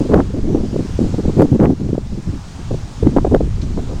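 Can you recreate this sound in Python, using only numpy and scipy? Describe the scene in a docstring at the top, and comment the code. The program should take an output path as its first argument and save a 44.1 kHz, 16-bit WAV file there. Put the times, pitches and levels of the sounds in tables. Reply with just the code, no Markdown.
"""Near a flagpole at night, gusty wind blows across a microphone.
Eddies hit it as sharp buffets, thuds and snaps, and the hardest overload the recorder.
Under them, passing turbulence flutters and large slow eddies make a low rumble.
Far back, a steady hiss slowly swells and sinks, with a faint rustle and a few ticks."""
import sys
import numpy as np
from scipy import signal
from scipy.fft import rfft, irfft
from scipy.io import wavfile
from scipy.ndimage import uniform_filter1d, map_coordinates

SR = 44100
rng = np.random.default_rng(int(sys.argv[2]) if len(sys.argv) > 2 else 0)


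def store_pcm(level_fs):
    """Save levels as 16-bit WAV."""
    pcm = np.round(np.clip(level_fs, -1, 1) * 32767).astype(np.int16)
    wavfile.write(sys.argv[1], SR, np.atleast_2d(pcm).T)


N = 4 * SR

# Tone of one buffet, a thick low body with a dull top: eddy_rate_multiple, gain_db
BUFFET_TONE = [(.05, -19), (.25, -5), (.6, 2), (1, -2), (1.4, -11.5), (2, -22.5), (4, -44), (9, -60.5),
               (30, -65), (55, -73)]
def buffet(length_s, level_db, eddy_hz):
    """A knot of eddies presses on the mic with even force, in surges: faster eddies sound brighter."""
    t = np.arange(0, length_s, 1 / SR)
    swell_s = 0.075 * length_s  # longer buffets take longer to build and to die
    attack_s, release_s = 0.0022 + swell_s, 0.006 + swell_s
    ramp = np.clip(np.minimum(t / attack_s, (length_s - t) / release_s), 0, 1)
    envelope = np.sin(np.pi / 2 * ramp) ** 2
    eddies = noise(BUFFET_TONE, eddy_hz, size=8192)
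    surge_octaves = 0.25 * np.tanh(wander(hz=221.3, size=8192))
    eddies = drift(eddies, surge_octaves)
    force = np.sqrt(uniform_filter1d(uniform_filter1d(eddies ** 2, size=400), size=400))
    return amp(level_db) * unit_rms(envelope * (eddies / force)[:len(t)])


# Wind hits, right up front: start_s, length_s, level_db, eddy_hz
BUFFET_CUES = [(0, 0.026, -14.5, 285), (.088, .13, -12.5, 396), (0.112, 0.11, -25, 970),
               (.134, 0.04, -12.5, 494), (.195, 0.014, -12.5, 517), (0.332, 0.069, -24, 410),
               (0.468, 0.074, -17.5, 336), (0.545, 0.018, -12.5, 396), (0.757, 0.014, -15.5, 436),
               (0.786, 0.032, -16, 354), (1.0, 0.059, -14.5, 287), (1.14, 0.012, -14, 300),
               (1.179, 0.031, -16, 310), (1.251, 0.016, -14, 308), (1.276, 0.033, -13, 360),
               (1.364, .102, -10.5, 350), (1.39, 0.025, -8.5, 400), (1.416, 0.019, -7.5, 398),
               (1.516, 0.02, -7.5, 296), (1.535, 0.034, -10, 308), (1.591, 0.074, -8.5, 360),
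               (1.607, 0.064, -23.5, 980), (1.665, 0.026, -13.5, 404), (1.691, 0.025, -10, 336),
               (1.713, 0.028, -15.5, 294), (1.795, 0.084, -20.5, 269), (1.888, 0.024, -19, 262),
               (1.946, 0.014, -18, 353), (2.168, 0.043, -23, 280), (2.27, 0.0395, -18, 208),
               (2.707, 0.016, -20, 495), (2.724, 0.0324, -21.5, 390), (3.025, 0.014, -11.5, 356),
               (3.04, 0.062, -16, 300), (3.061, 0.02, -9, 302), (3.162, 0.02, -7, 475),
               (3.182, 0.0095, -13.5, 700), (3.245, 0.015, -12.5, 587), (3.265, 0.017, -18, 595),
               (3.31, 0.063, -12, 467), (3.341, 0.015, -10.5, 564), (3.403, 0.017, -15, 388),
               (3.769, 0.032, -22, 530), (3.889, 0.056, -28, 534)]
def buffets():
    """Gusts strike the microphone in clusters of short blows."""
    out = np.zeros(N)
    for start_s, length_s, level_db, eddy_hz in BUFFET_CUES:
        add(out, start_s, buffet(length_s, level_db, eddy_hz))
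    return out


# Thuds and snaps that punch through the gusts: centre_s, peak_db, eddy_hz
POP_CUES = [(0.138, 1.5, 397), (.143, 3, 418), (.204, -8, 990), (.992, -2, 320), (1.424, 3.5, 328),
            (1.601, -17, 1410), (1.657, -14.5, 1640), (1.932, -3, 263), (1.981, -4, 350),
            (2.712, -11.5, 394), (3.07, 1, 232), (3.175, -13.5, 1100), (3.348, 4.5, 470),
            (3.408, -1.5, 376)]
def eddy_pops():
    """A lone eddy makes one rounded swing of pressure: a thud when slow, a snap when fast."""
    out, t = np.zeros(N), np.arange(N) / SR
    for centre_s, peak_db, eddy_hz in POP_CUES:
        phase_squared = np.minimum((np.pi * eddy_hz * (t - centre_s)) ** 2, 50)
        out += amp(peak_db) * (2 * phase_squared - 1) * np.exp(-phase_squared)
    return out


# Fader ride of the air between the hits: time_s, level_db
FLOW_RIDE = [(0, -20.5), (.22, -19.5), (.3, -24), (.42, -24), (.58, -18.5), (.68, -23.5), (.8, -20),
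             (.95, -33), (1.04, -20), (1.13, -24), (1.48, -25), (1.97, -28), (2.04, -35), (2.14, -26.5),
             (2.24, -35), (2.33, -24.5), (2.42, -35), (2.66, -32), (2.76, -26), (2.82, -33), (2.98, -35),
             (3.1, -24), (3.42, -23), (3.52, -30), (3.8, -24.5), (3.86, -31), (3.92, -23.5), (4, -30)]
# Tone of that air, deep sub under a low hump: eddy_rate_multiple, gain_db
FLOW_TONE = [(.05, 8.5), (.3, -11), (.7, 5), (1, -1), (1.5, -9), (2.2, -22.5), (4, -51), (10, -55),
             (50, -67)]
def airflow():
    """Turbulence drifts past the microphone, louder and quicker as the air speeds up."""
    flutter_db, octaves_per_db, eddy_hz = 4.7, 0.052, 256
    level_db = curve(FLOW_RIDE) + flutter_db * np.tanh(wander(hz=61.4))
    eddies = noise(FLOW_TONE, eddy_hz, size=2 * N)
    return amp(level_db) * drift(eddies, octaves_per_db * (level_db - level_db.mean()))


# Fader ride of the low end, before the trim: time_s, level_db
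RUMBLE_RIDE = [(0, -30), (.16, -13.5), (.3, -17.5), (.6, -18), (.87, -23), (.95, -17), (1.2, -22.5),
               (1.28, -12), (1.49, -31.5), (1.63, -12.5), (1.8, -27.5), (1.92, -19), (2.17, -22),
               (2.23, -45), (2.28, -13.5), (2.48, -32), (2.76, -15.5), (2.92, -33.5), (3.05, -15),
               (3.3, -15), (3.6, -15.5), (4, -21)]
# Tone of the rumble, nearly all sub and bass: frequency_hz, gain_db
RUMBLE_TONE = [(8, -22), (20, 0), (45, -3.5), (80, -2.5), (120, -6.5), (200, -19), (400, -47),
               (1000, -84.5)]
def rumble():
    """Large slow eddies press on the microphone in lumps."""
    trim_db, lumps_db = -3.5, wander(hz=7.1)
    return amp(trim_db + curve(RUMBLE_RIDE) + lumps_db) * noise(RUMBLE_TONE)


# Slow swells of the background bed, before the trim: time_s, level_db
HISS_RIDE = [(0, -45), (.35, -49.5), (.95, -45), (1.35, -46), (1.7, -51), (2.02, -50.5), (2.55, -46.5),
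             (2.95, -46.5), (3.4, -49), (4, -46.5)]
# Tone of the bed, full mids and a soft top: frequency_hz, gain_db
HISS_TONE = [(100, 7.5), (300, 9), (850, 9.5), (1300, 5.5), (2000, 0), (5000, -0.5), (6800, -1.5),
             (8500, -8), (10000, -15.5), (11500, -23.5), (17000, -28)]
def hiss(trim_db=6):
    """A smooth outdoor hiss, with patches of its spectrum drifting up and down by about 1 dB."""
    spectrogram = signal.stft(noise(HISS_TONE), nperseg=512)[2]
    speckle = rng.standard_normal(spectrogram.shape)
    across_pitch = uniform_filter1d(speckle, size=9, axis=0)
    patches_db = unit_rms(uniform_filter1d(across_pitch, size=12, axis=1))
    bed = signal.istft(spectrogram * amp(patches_db), nperseg=512)[1][:N]
    return amp(trim_db + curve(HISS_RIDE)) * bed


# Faint, bright details: start_s, decay_s, level_db, centre_hz, width_octaves
RUSTLE_CUES = [(2.224, .004, -47.5, 8500, 0.23), (3.615, .014, -36.5, 3850, 0.53),
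               (3.629, 0.014, -42, 6100, 0.097)]
def rustles(rise_s=0.0006):
    """Short scuffs and ticks, perhaps from the flag and its rope."""
    out, t = np.zeros(N), np.arange(SR // 2) / SR
    hz = np.fft.rfftfreq(len(t), 1 / SR) + 1
    for start_s, decay_s, level_db, centre_hz, width_octaves in RUSTLE_CUES:
        band = np.exp(-0.5 * (np.log2(hz / centre_hz) / width_octaves) ** 2)
        envelope = np.minimum(t / rise_s, 1) * np.exp(-t / decay_s)
        add(out, start_s, amp(level_db) * envelope * shaped_noise(band, len(t)))
    return out


def amp(db):
    """Decibels to gain."""
    return 10 ** (np.asarray(db) / 20)


def unit_rms(x):
    """Scales to rms 1."""
    return x / np.sqrt(np.mean(x ** 2) + 1e-20)


def curve(ride):
    """A fader ride read at every sample."""
    return np.interp(np.arange(N) / SR, *np.transpose(ride))


def shaped_noise(gain, size):
    """Noise of rms 1, weighted by one gain per frequency bin."""
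    return unit_rms(irfft(rfft(rng.standard_normal(size)) * gain, size))


def noise(tone, unit_hz=1, size=N):
    """Noise through a tone curve whose frequencies count in units of unit_hz."""
    points, gain_db = np.transpose(tone)
    bins = np.fft.rfftfreq(size, 1 / SR) / unit_hz
    return shaped_noise(amp(np.interp(np.log(bins + 1e-6), np.log(points), gain_db)), size)


def wander(hz, size=N):
    """Random motion of rms 1, rolling off above the given rate."""
    f = np.fft.rfftfreq(size, 1 / SR)
    return shaped_noise(np.sqrt(f) / (f + hz / 10) * np.exp(-(f / hz) ** 2), size)


def drift(eddies, octaves):
    """Carries a pattern of eddies past the microphone at a changing speed."""
    return map_coordinates(eddies, [np.cumsum(2 ** octaves)], order=3, mode="grid-wrap")


def add(mix, start_s, sound):
    """Mixes a sound in at start_s."""
    part = mix[max(round(start_s * SR), 0):][:len(sound)]
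    part += sound[:len(part)]


def scene():
    """Wind on the microphone over the background, in mono."""
    return (buffets() + eddy_pops() + airflow() + rumble() + hiss() + rustles())[None]


def record(dry):
    """The hardest hits clip, with a tiny click going in and out of overload; a low-pass follows."""
    click_db, cutoff_hz = -32.5, 17200
    clipped = np.clip(dry, -1, 1)
    clicks = amp(click_db) * np.diff(np.sign(dry - clipped), prepend=0)
    lowpass = signal.firwin(511, cutoff_hz, window=("kaiser", 9), fs=SR)
    return signal.oaconvolve(clipped + clicks, lowpass[None], "same")


dry = scene()
out = record(dry)
store_pcm(out)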